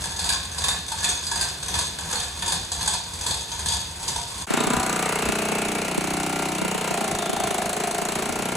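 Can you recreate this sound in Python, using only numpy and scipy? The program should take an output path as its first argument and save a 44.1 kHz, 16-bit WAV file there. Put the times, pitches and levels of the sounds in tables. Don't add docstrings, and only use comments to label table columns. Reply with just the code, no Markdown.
import sys
import numpy as np
from scipy import signal
from scipy.fft import rfft, irfft
from scipy.io import wavfile
from scipy.ndimage import uniform_filter1d

SR = 44100
rng = np.random.default_rng(int(sys.argv[2]) if len(sys.argv) > 2 else 0)


def transcribe(signal):
    frames = np.atleast_2d(signal).T
    limited = np.clip(frames, -1, 1)
    pcm = np.round(limited * 32767).astype(np.int16)
    wavfile.write(sys.argv[1], SR, pcm)


N = 377496

FIRST_BLOW_S, CREASE_GIVES_S = 4.4708, 4.78
SLACK_DB = -46

# (time [s], level [dB])
BLOW_FORCE = [(4.47, -21), (4.505, -25.5), (4.545, -26.5), (4.9, -25), (5.6, -26), (5.93, -28),
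              (6.04, -26.5), (6.4, -27), (6.57, -28), (6.95, -27.5), (7.2, -28), (7.32, -29), (7.5, -27),
              (7.8, -27.5), (8.0, -28), (8.15, -27.5), (8.5, -28)]
# (time [s], extra strength [dB], thump level [dB])
DEEP_BLOWS = [(4.54, 2, -28), (4.572, 3, -22), (4.604, 2.5, -24), (4.637, -1, -20), (4.702, 4.5, -19),
              (4.735, 0.5, -23), (4.767, 1, -20.5), (5.255, 0.5, -37), (7.12, -0.5, -26)]
# (time [s], level [dB], weight of the low ring [dB],
# low note [Hz], its level [dB], high note [Hz], its level [dB])
LINK_IMPACTS = [(0.162, -21.5, -35, 3630, -42, 4810, -42), (0.1908, -16, -25, 3640, -39, 4800, -33),
                (0.2411, -19, -22, 3590, -39, 4700, -31), (0.29, -11, -18, 3670, -41, 4750, -29),
                (0.3238, -16, -13, 3670, -32, 4760, -24.5), (0.5831, -16.5, -14, 3590, -39, 4900, -34),
                (0.6394, -13, -17, 3600, -24, 4840, -31), (0.6839, -12, -6, 3640, -22, 4790, -39),
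                (0.8814, -20, -18, 3400, -50, 4780, -46), (0.9175, -18.5, -10, 3530, -47, 4800, -36),
                (0.9841, -20.5, -11, 3570, -46, 4760, -35), (1.042, -10.5, -16, 3610, -43, 4270, -33),
                (1.09, -12.5, -10, 3640, -30, 4320, -37), (1.135, -30, -20, 3420, -32, 4320, -42),
                (1.2371, -23, -31, 3370, -42, 4760, -43), (1.2665, -18, -29, 3410, -43, 4820, -28),
                (1.314, -15.5, -5, 3550, -44, 4800, -31), (1.357, -20.5, 7, 3560, -44, 4810, -30),
                (1.4104, -13.5, -7.5, 3640, -41, 4750, -24), (1.6265, -21.5, -12, 3610, -51, 4380, -39),
                (1.6823, -18.5, -2, 3650, -47, 4270, -39), (1.7404, -15.5, -4, 3430, -43, 4820, -32),
                (1.7898, -15, -5, 3570, -46, 4130, -41), (1.9864, -22, -6, 3650, -50, 4770, -40),
                (2.127, -17.5, 11, 3630, -36, 4740, -39), (2.1545, -19, -8, 3350, -41, 4350, -29),
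                (2.2021, -21, -2, 3630, -34, 4700, -36), (2.4226, -19, 7, 3560, -41, 4600, -44),
                (2.4784, -14, -11, 3570, -30, 4770, -33), (2.5208, -15, -5, 3570, -27, 4760, -26),
                (2.7172, -15, -4, 3640, -44, 4680, -33), (2.814, -24, -20, 3560, -40, 4220, -28),
                (2.876, -10, -4.5, 3470, -34, 4600, -35), (2.935, -15, -3, 3510, -41, 4710, -46),
                (3.134, -23.5, -30, 3390, -46, 4820, -46), (3.21, -21.5, -31, 3370, -51, 4730, -39),
                (3.2638, -14, -10, 3390, -30, 4780, -43), (3.3084, -15.5, -12, 3400, -29, 4720, -40),
                (3.5161, -19.5, -4, 3540, -43, 4150, -46), (3.5924, -21, -8, 3320, -46, 4710, -40),
                (3.6592, -14.5, -9, 3630, -38, 4250, -32), (3.6847, -13.5, -25, 3320, -36, 4740, -26),
                (3.7205, -24, -28, 3420, -25, 4820, -33), (4.079, -14, -11, 3640, -37, 4750, -29),
                (4.1593, -20.5, 6, 3620, -34, 4640, -41), (4.3785, -27, -11, 3410, -45, 4360, -44)]
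# (frequency [Hz], bandwidth [Hz], level [dB])
HOIST_MODES = [(455, 84, -15), (735, 41, -7), (923, 46, -3), (1080, 77, -11), (1555, 86, -7.5),
               (1705, 57, -6), (2530, 100, -10), (3440, 180, -7.5), (3590, 234, -7), (4257, 215, -7.5),
               (4750, 70, -2.5), (5260, 43, -8), (6370, 230, -2), (7040, 120, -3.5), (7820, 580, -7.5),
               (8550, 80, -23), (8440, 54, -1.5), (8950, 680, -11), (10760, 780, -15), (14200, 2500, -69)]


def hammer():
    blows = blow_times()
    sheet = panel(blows) + singing(blows) + clangs(blows) + thumps(blows) + tearing(blows)
    steel = chisel(blows) + shove(blows) + pings(blows)
    carried = colour(sheet, 1 / np.sqrt(1 + (480 / (bins() + 1)) ** 2))
    return sheet + steel + hall(gain_of(-2) * carried + gain_of(-11.5) * steel) + buffeting()


def blow_times():
    # (time [s], blow rate [Hz])
    blow_rate = [(4.47, 29.05), (4.726, 31.22), (5.259, 30.23), (5.508, 30.5), (5.698, 29.84),
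                 (5.904, 31.3), (6.373, 31.5), (6.739, 30.6), (6.88, 30.89), (7.169, 27.27), (7.457, 28.59),
                 (7.603, 26.12), (7.748, 28.06), (7.905, 27.45), (7.98, 28.33), (8.477, 30.91)]
    t = np.arange(FIRST_BLOW_S, N / SR, 1 / SR)
    cycles = np.cumsum(follow(blow_rate, t)[0]) / SR
    blows = np.interp(np.arange(cycles[-1]), cycles, t)
    jitter_s = .00003 + .0005 * leaning(blows) ** 2
    return blows + jitter_s * rng.standard_normal(len(blows))


def leaning(t):
    # (time [s], load [0-1])
    load = [(4.5, 0.64), (4.8, 0.24), (5.5, 0.02), (6.3, 0.14), (6.85, 0.43), (7.05, 0.83), (8.18, 0.88),
            (8.3, 0.14), (8.56, 0.15)]
    return np.clip(follow(load, t)[0], 0, 1)


def panel(blows):
    # (frequency [Hz], bandwidth [Hz], level unloaded [dB], level loaded [dB])
    panel_modes = [(156.5, 18, 2, -2), (189, 23, 3.5, 2.5), (218.2, 15, 5, 4.5), (256, 10, 2, -10),
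                   (302, 29, 2, -5), (383, 43, -0.5, 3.5), (447, 34, -3, -15), (571, 65, -4.5, -6),
                   (652, 35, -6, -1.5), (740, 120, -6, -2), (840, 230, -7.5, -8), (927, 26, -2.5, -9),
                   (1130, 120, -14.5, -7), (1390, 21, -5.5, -6), (1400, 90, -18, -41),
                   (1690, 530, -18, -14), (2290, 430, -13.5, -16), (2745, 210, -16, -15),
                   (3460, 370, -41, -35)]
    # (frequency [Hz], bandwidth [Hz], level [dB])
    crease_modes = [(256, 17, 3.5), (462, 30, -5), (950, 76, -4), (1191, 51, 0.5), (1470, 180, -8),
                    (2650, 60, -14)]
    lean, f = leaning(blows)[:, None], bins() + 1
    hz, width, light_db, leaned_db = np.transpose(panel_modes)
    hz = hz[:, None, None] * (1 - 0.012 * (lean - lean.mean()))
    light, leaned = resonances(zip(hz, width, light_db)), resonances(zip(hz, width, leaned_db))
    crease_ring = gain_of(crease(blows))[:, None] * resonances(crease_modes)
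    gain = np.hypot((1 - lean) * light + lean * leaned, crease_ring)
    gain /= np.sqrt(1 + (125 / f) ** 8)
    skid_db = 7.5 * np.exp(-(blows - FIRST_BLOW_S) / 0.047)
    gain *= gain_of(skid_db[:, None] / (1 + (950 / f) ** 6))
    rings = irfft(causal(gain)[:, None] * edge_reflections(blows))
    uneven_db = (0.5 + 0.6 * leaning(blows)) * rng.standard_normal(len(blows))
    bite_db = sum(db * np.exp(-.5 * ((blows - s) / 0.012) ** 2) for s, db, _ in DEEP_BLOWS)
    level_db = follow(BLOW_FORCE, blows)[0] + uneven_db + bite_db
    out = np.zeros((2, N))
    for s, db, ring in zip(blows, level_db, rings):
        add(out, s, gain_of(db - 10) * evened(ring))
    return out


def edge_reflections(blows, return_s=.0072, smooth_bins=24):
    noise = rng.standard_normal((len(blows) + 1, 2, len(bins()), 2))
    noise = evened(uniform_filter1d(uniform_filter1d(noise, smooth_bins, axis=2), smooth_bins, axis=2))
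    lean = leaning(blows)[:, None, None]
    skate = lean[..., None] ** 2
    creep = np.cumsum((0.012 + 0.06 * skate) * noise[1:], axis=0)
    jitter = (0.003 + 0.045 * skate) * noise[1:]
    paths = evened(noise[0] + creep + jitter)
    linger = 1 - .35 * lean / (1 + (bins() / 1000) ** 4)
    group_delay = return_s * linger * (.18 + .82 * np.mean(paths ** 2, axis=-1))
    return np.exp(-2j * np.pi * np.cumsum(group_delay, axis=-1) * bins()[1])


def crease(t, rise_db_per_s=40, fall_db_per_s=19.5):
    since = t - CREASE_GIVES_S
    return 5 + np.minimum(rise_db_per_s * since, -fall_db_per_s * since)


def singing(blows, decay_s=0.016, fade_s=0.19):
    # (start [s], end [s], frequency [Hz], level [dB])
    sung_modes = [(4.7, 4.6, 345, -30), (4.7, 5.2, 235, -23), (4.5, 5.15, 985, -33), (5.3, 5.7, 770, -43),
                  (4.4, 5.1, 765, -25.5), (4.644, 4.5, 1173, -37), (5.4, 5.2, 1245, -36),
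                  (5.2, 6, 942, -31), (5.1, 5.6, 680, -31), (5.847, 7.5, 900, -39), (6, 7.203, 765, -30.5),
                  (5.9, 6.6, 291, -33.5), (5.8, 6.95, 211.8, -31), (8.22, 8.8, 185, -24)]
    t, out = np.arange(4096) / SR, np.zeros((2, N))
    envelope = np.exp(-t / decay_s) * (1 - np.exp(-t / 0.0017))
    for start, end, hz, db in sung_modes:
        for s in blows[(blows > start) & (blows < end)]:
            sunk_hz = hz * (1 - 0.021 * (s - (start + end) / 2))
            ring = envelope * np.sin(2 * np.pi * sunk_hz * t + [[0], [1]])
            swell = min(1, (s - start) / fade_s, (end - s) / fade_s)
            add(out, s, swell * gain_of(db + 0.85 * rng.standard_normal()) * ring)
    return out


def clangs(blows, hz=714, scatter_hz=24, swell_s=0.0031):
    # (time [s], level [dB])
    buckling = [(6.6, -48), (6.95, -25), (7.15, -28.5), (7.5, -23.5), (7.85, -24), (8.05, -31), (8.56, -34)]
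    t, out = np.arange(2048) / SR, np.zeros((2, N))
    swell = t / swell_s * np.exp(1 - t / swell_s)
    for s, db in zip(blows, follow(buckling, blows)[0]):
        detune, uneven_db, phase = rng.standard_normal(3)
        wave = swell * np.sin(2 * np.pi * (hz + scatter_hz * detune) * t + phase + [[0], [1]])
        add(out, s, gain_of(db + uneven_db) * wave)
    return out


def thumps(blows, swell_s=0.0058):
    t, out = np.arange(3000) / SR, np.zeros((2, N))
    hz = 135 + 300 * np.exp(-t / 0.0046)
    wave = np.sin(2 * np.pi * np.cumsum(hz) / SR) * t / swell_s * np.exp(1 - t / swell_s)
    for s, _, db in DEEP_BLOWS:
        nearest_blow = blows[np.argmin(abs(blows - s))]
        add(out, nearest_blow, gain_of(db) * np.outer([1, .3], wave))
    return out


def tearing(blows, half_width_hz=250, decay_s=0.0074):
    # (start [s], end [s], first frequency [Hz], last frequency [Hz], level [dB])
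    tears = [(4.47, 4.68, 3680, 3700, -35), (4.78, 5.22, 2190, 2110, -32.5),
             (4.959, 6.0, 2710, 2455, -31.5), (5.18, 5.52, 3970, 4050, -45),
             (6.45, 6.978, 2730, 2700, -34.5), (7.03, 7.498, 3620, 3450, -35.5)]
    t, out = np.arange(2048) / SR, np.zeros((2, N))
    for start, end, first_hz, last_hz, db in tears:
        for s in blows[(blows > start) & (blows < end)]:
            run = (s - start) / (end - start)
            hz = first_hz + (last_hz - first_hz) * run
            band = 1 / (1 + ((bins(len(t)) - hz) / half_width_hz) ** 2)
            rasp = evened(irfft(rfft(rng.standard_normal((2, len(t)))) * band))
            add(out, s, gain_of(db) * np.sqrt(np.sin(np.pi * run)) * np.exp(-t / decay_s) * rasp)
    return out


def chisel(blows, lead_s=.0036):
    # (frequency [Hz], level [dB])
    steel_spectrum = [(300, -0.5), (1500, 2.5), (2700, -3.5), (4200, 0), (5100, -10.5), (6100, 1),
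                      (7000, 1.5), (7900, 2.5), (9000, -1), (11000, -3), (16000, 0.5)]
    t, out = np.arange(2400) / SR - lead_s, np.zeros((2, N))
    crack = 0.96 * np.exp(-abs(t) / 0.0003)
    air = 0.5 * (t < 0)
    sizzle = 0.64 * (t >= 0) * np.exp(-np.maximum(t, 0) / 0.012)
    for s, db in zip(blows, follow(BLOW_FORCE, blows)[0] + 2.5 * leaning(blows)):
        envelope = crack * gain_of(0.81 * rng.standard_normal()) + air + sizzle
        add(out, s - lead_s, gain_of(db + 5) * envelope * rng.standard_normal((2, len(t))))
    return colour(out, evened(gain_of(read(steel_spectrum, bins()))))


def shove(blows, width_s=0.000085):
    u = np.arange(200) / SR / width_s
    dip, out = -(1 - u) * np.exp(-u), np.zeros((2, N))
    for s, db in zip(blows, follow(BLOW_FORCE, blows)[0] - 4 * leaning(blows)):
        add(out, s, gain_of(db + 13.5) * np.outer([1, 0], dip))
    return out


def pings(blows, rise_hz_per_s=680, decay_s=0.0017):
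    t, out = np.arange(1024) / SR, np.zeros((2, N))
    for s, db in zip(blows, follow(BLOW_FORCE, blows)[0] + .5 * crease(blows)):
        detune, centre, side = rng.standard_normal(3)
        hz = 7750 + rise_hz_per_s * (s - CREASE_GIVES_S) + 90 * detune
        ring = np.sin(2 * np.pi * hz * t) * np.exp(-t / decay_s)
        add(out, s, gain_of(db + 5.5) * np.outer([1 + 0.27 * centre, .5 * side], ring))
    return out


def knocks():
    # (time [s], level [dB])
    knock_levels = [(4.509, -14), (4.543, -14), (4.608, -18), (4.676, -16), (4.7405, -17), (5.293, -16),
                    (5.525, -26), (5.9832, -14), (6.045, -24), (6.622, -18), (6.653, -20), (6.755, -21),
                    (6.9142, -21), (7.0165, -26), (7.3, -19), (7.336, -21), (7.408, -24), (7.514, -24),
                    (8.0237, -24), (8.302, -24), (8.4001, -28)]
    t, out = np.arange(1500) / SR, np.zeros((2, N))
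    hz = 110 + 800 * np.exp(-t / 0.00304)
    swell = (t / 0.0048) ** 2 * np.exp(2 - 2 * t / 0.0036)
    wave = swell * np.sin(2 * np.pi * np.cumsum(hz) / SR)
    for s, db in knock_levels:
        add(out, s - .0045, gain_of(db + 6.5) * np.array([wave, -wave]))
    return out


def buffeting(gust_s=0.026):
    # (time [s], level [dB])
    gusts = [(4.68, -40), (4.78, -35), (5.28, -36), (7.13, -39), (7.45, -40), (7.67, -46), (8.179, -43),
             (8.32, -58)]
    t = np.arange(N) / SR
    steady = gain_of(-48.5 - 5.5 * leaning(t))
    gusting = sum(gain_of(db) / (1 + ((t - s) / gust_s) ** 2) ** 2 for s, db in gusts)
    rumble = evened(colour(rng.standard_normal((2, N)), resonances([(67.5, 107, 0)]) ** 2))
    return rumble * (steady + gusting) * gain_of(3)


def hoist():
    steel = walk(clanks() + colour(rattle(), evened(resonances(HOIST_MODES))))
    notes = clinks()
    return steel + notes + gain_of(-4) * shifting_hall(steel + .5 * notes) + drone()


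def clanks():
    t, out = np.arange(4096) / SR, np.zeros((2, N))
    envelope = (np.exp(-t / 0.0082) + 0.34 * np.exp(-t / 0.044)) * (1 - np.exp(-t / 0.00094))
    housing = 1 / (1 + (bins() / 2300) ** 4)
    usual_db = np.median(np.array(LINK_IMPACTS)[:, 2])
    hz, width, mode_db = np.transpose(HOIST_MODES)
    for s, db, weight_db, *_ in LINK_IMPACTS:
        knock = rfft(envelope * rng.standard_normal((2, len(t))), 2 * len(t))
        shift, favour = rng.standard_normal((2, len(hz)))
        modes = zip(hz + .4 * width * shift, width, mode_db + 2.5 * favour)
        ring = causal(evened(resonances(modes)))
        add(out, s, irfft(knock * ring * gain_of(db - 7.5 + 0.5 * (weight_db - usual_db) * housing)))
    return out


def clinks(overtones=5, note_decay_s=0.029):
    t, out = np.arange(8192) / SR, np.zeros((2, N))
    for s, db, _, low_hz, low_db, high_hz, high_db in LINK_IMPACTS:
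        hz = rng.uniform(4900, 9800, (overtones, 1))
        rings = np.sin(2 * np.pi * hz * t) * np.exp(-t / 0.0041)
        add(out, s, gain_of(db - 17) * rng.standard_normal((2, overtones)) @ rings)
        for note_hz, note_db in (low_hz, low_db), (high_hz, high_db):
            note = np.sin(2 * np.pi * (note_hz * t + rng.random((2, 1)))) * np.exp(-t / note_decay_s)
            add(out, s, gain_of(note_db - 1) * note)
    return out


def rattle(ticks_per_s=260):
    strength = gain_of(4.4 * np.minimum(rng.exponential(1, N), 3.3))
    ticks = strength * (rng.random(N) < ticks_per_s / SR)
    power = signal.lfilter([1], [1, -np.exp(-1 / (0.0024 * SR))], ticks ** 2)
    chatter = evened(np.sqrt(power) * rng.standard_normal((2, N)))
    housing = 1 / (1 + (bins() / 2300) ** 6)
    light = gain_of(haul() - 2) * colour(chatter, np.sqrt(1 - housing))
    heavy = gain_of(haul(unload_db_per_s=67) + 1) * colour(chatter, np.sqrt(housing))
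    return light + heavy


def haul(unload_db_per_s=0, speed_up_db_per_s=82, run_out_db_per_s=78):
    # (time [s], level [dB])
    pulls = [(-0.02, -25.5), (0.3, -27), (0.68, -26), (1.07, -29), (1.41, -28), (1.77, -25.5), (2.13, -26),
             (2.5, -27), (2.85, -28.5), (3.29, -27.5), (3.699, -26.5), (4.111, -27.5), (4.5, -24)]
    t, power = np.arange(0, N, 64) / SR, gain_of(SLACK_DB) ** 2
    for s, db in pulls:
        before, after = np.maximum(s - t, 0), np.maximum(t - s, 0)
        pull_db = db - speed_up_db_per_s * before - (run_out_db_per_s + unload_db_per_s) * after
        power = power + gain_of(pull_db) ** 2
    return np.interp(np.arange(N) / SR, t, 10 * np.log10(power))


def walk(x):
    # (frequency [Hz], bandwidth [Hz], starting gain [dB], change [dB/s])
    housing_rings = [(1000, 240, 1.5, 0.5), (1580, 1300, 3, -1.66)]
    t, out = np.arange(N) / SR, x
    for hz, width, start_db, db_per_s in housing_rings:
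        ring = 1 / (1 + ((bins() - hz) / (width / 2)) ** 4)
        band = signal.oaconvolve(x, np.fft.fftshift(irfft(ring))[None, 1:], "same", axes=1)
        out = out + band * (gain_of(start_db + db_per_s * t) - 1)
    return out


def shifting_hall(x, tails=3, period_s=1.298):
    phase = 2 * np.pi * np.arange(N) / SR / period_s
    return sum(hall(x * np.cos(phase + np.pi * k / tails)) for k in range(tails)) * np.sqrt(2 / tails)


def hall(x):
    # (frequency [Hz], time to fall 60 dB [s])
    reverb_times = [(100, 1), (1000, 0.46), (4000, 0.69), (8000, 0.32), (16000, 0.018)]
    taps = rng.choice([-1., 1.], (2, SR)) * (rng.random((2, SR)) < .1)
    hz, t, spectra = signal.stft(taps, SR, nperseg=256)
    build_up = 1 - np.exp(-t / 0.0063)
    decay = gain_of(-60 * t / read(reverb_times, hz)[:, None])
    tail = signal.istft(spectra * build_up * decay, SR, nperseg=256)[1]
    return signal.fftconvolve(x, tail / np.linalg.norm(tail[0]), axes=1)[:, :N]


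def drone():
    # (frequency [Hz], level [dB])
    rumble_spectrum = [(15, -43), (35, -18), (52, -8), (68, 1.5), (85, -2.5), (110, -10), (135, -10.5),
                       (175, -7.5), (230, -18.5), (350, -19.5), (700, -21.5), (2000, -24.5), (16000, -29)]
    rumble = evened(colour(rng.standard_normal((2, N)), gain_of(read(rumble_spectrum, bins()))))
    return rumble * gain_of(-41 + 0.49 * (haul() - SLACK_DB))


def spread(pair, width):
    # (frequency [Hz], centre gain [dB])
    centre_gain = [(11400, -1), (11800, -10), (12300, -38), (16000, -43)]
    centre = colour(pair[:1], gain_of(read(centre_gain, bins())))[0]
    side = colour(pair[1:], gain_of(read(width, bins())))[0]
    return np.array([centre + side, centre - side])


def resonances(modes):
    f = bins() + 1
    powers = (gain_of(db) ** 2 / (1 + ((f * f - hz * hz) / (f * width)) ** 2) for hz, width, db in modes)
    return np.sqrt(sum(powers))


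def causal(gain):
    log_gain = np.log(np.maximum(gain, 1e-5))
    mirrored = np.concatenate([log_gain, log_gain[..., -2:0:-1]], -1)
    return np.exp(np.conj(signal.hilbert(mirrored)))[..., :gain.shape[-1]]


def colour(x, gain):
    return signal.oaconvolve(x, irfft(causal(gain))[None], axes=1)[:, :N]


def bins(size=8192):
    return np.fft.rfftfreq(size, 1 / SR)


def gain_of(db):
    return 10 ** (np.asarray(db) / 20)


def evened(x):
    return x / np.sqrt(np.mean(x ** 2) + 1e-20)


def read(points, hz):
    f, value = np.transpose(points)
    return np.interp(np.log(hz + 1), np.log(f + 1), value)


def follow(rows, t):
    s, *columns = np.transpose(rows)
    return [np.interp(t, s, column) for column in columns]


def add(mix, s, sound):
    part = mix[:, max(round(s * SR), 0):][:, :sound.shape[1]]
    part += sound[:, :part.shape[1]]


def scene(handover_s=4.463):
    # (frequency [Hz], side gain [dB])
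    hoist_width = [(70, -50), (120, -41), (200, -25), (380, -14), (700, -4.5), (1700, -8), (2600, -1.5),
                   (5200, -1.5), (6200, -21.5), (6900, -32), (7450, -20), (7700, -7), (10500, 0),
                   (16000, 2)]
    # (frequency [Hz], side gain [dB])
    hammer_width = [(60, -16), (200, -32), (500, -11), (900, -10), (1750, -16.5), (2500, -3), (3800, -9.5),
                    (5100, 1.5), (6200, -20), (7350, -23), (7750, -5), (9000, -4), (11000, 1),
                    (16000, -0.5)]
    t = np.arange(N) / SR - handover_s
    fade_out, fade_in = np.clip(-t / 0.043, 0, 1), np.clip(t / 0.071, 0, 1)
    leftward = gain_of([[.4], [-.4]])
    hauling = fade_out * spread(hoist(), hoist_width)
    hammering = fade_in * leftward * spread(hammer(), hammer_width)
    return hauling + hammering + knocks()


def record(dry, cutoff_hz=15850):
    low_pass = signal.firwin(511, cutoff_hz, window=("kaiser", 9), fs=SR)
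    return signal.oaconvolve(dry, low_pass[None], "same")


dry = scene()
out = record(dry)
transcribe(out)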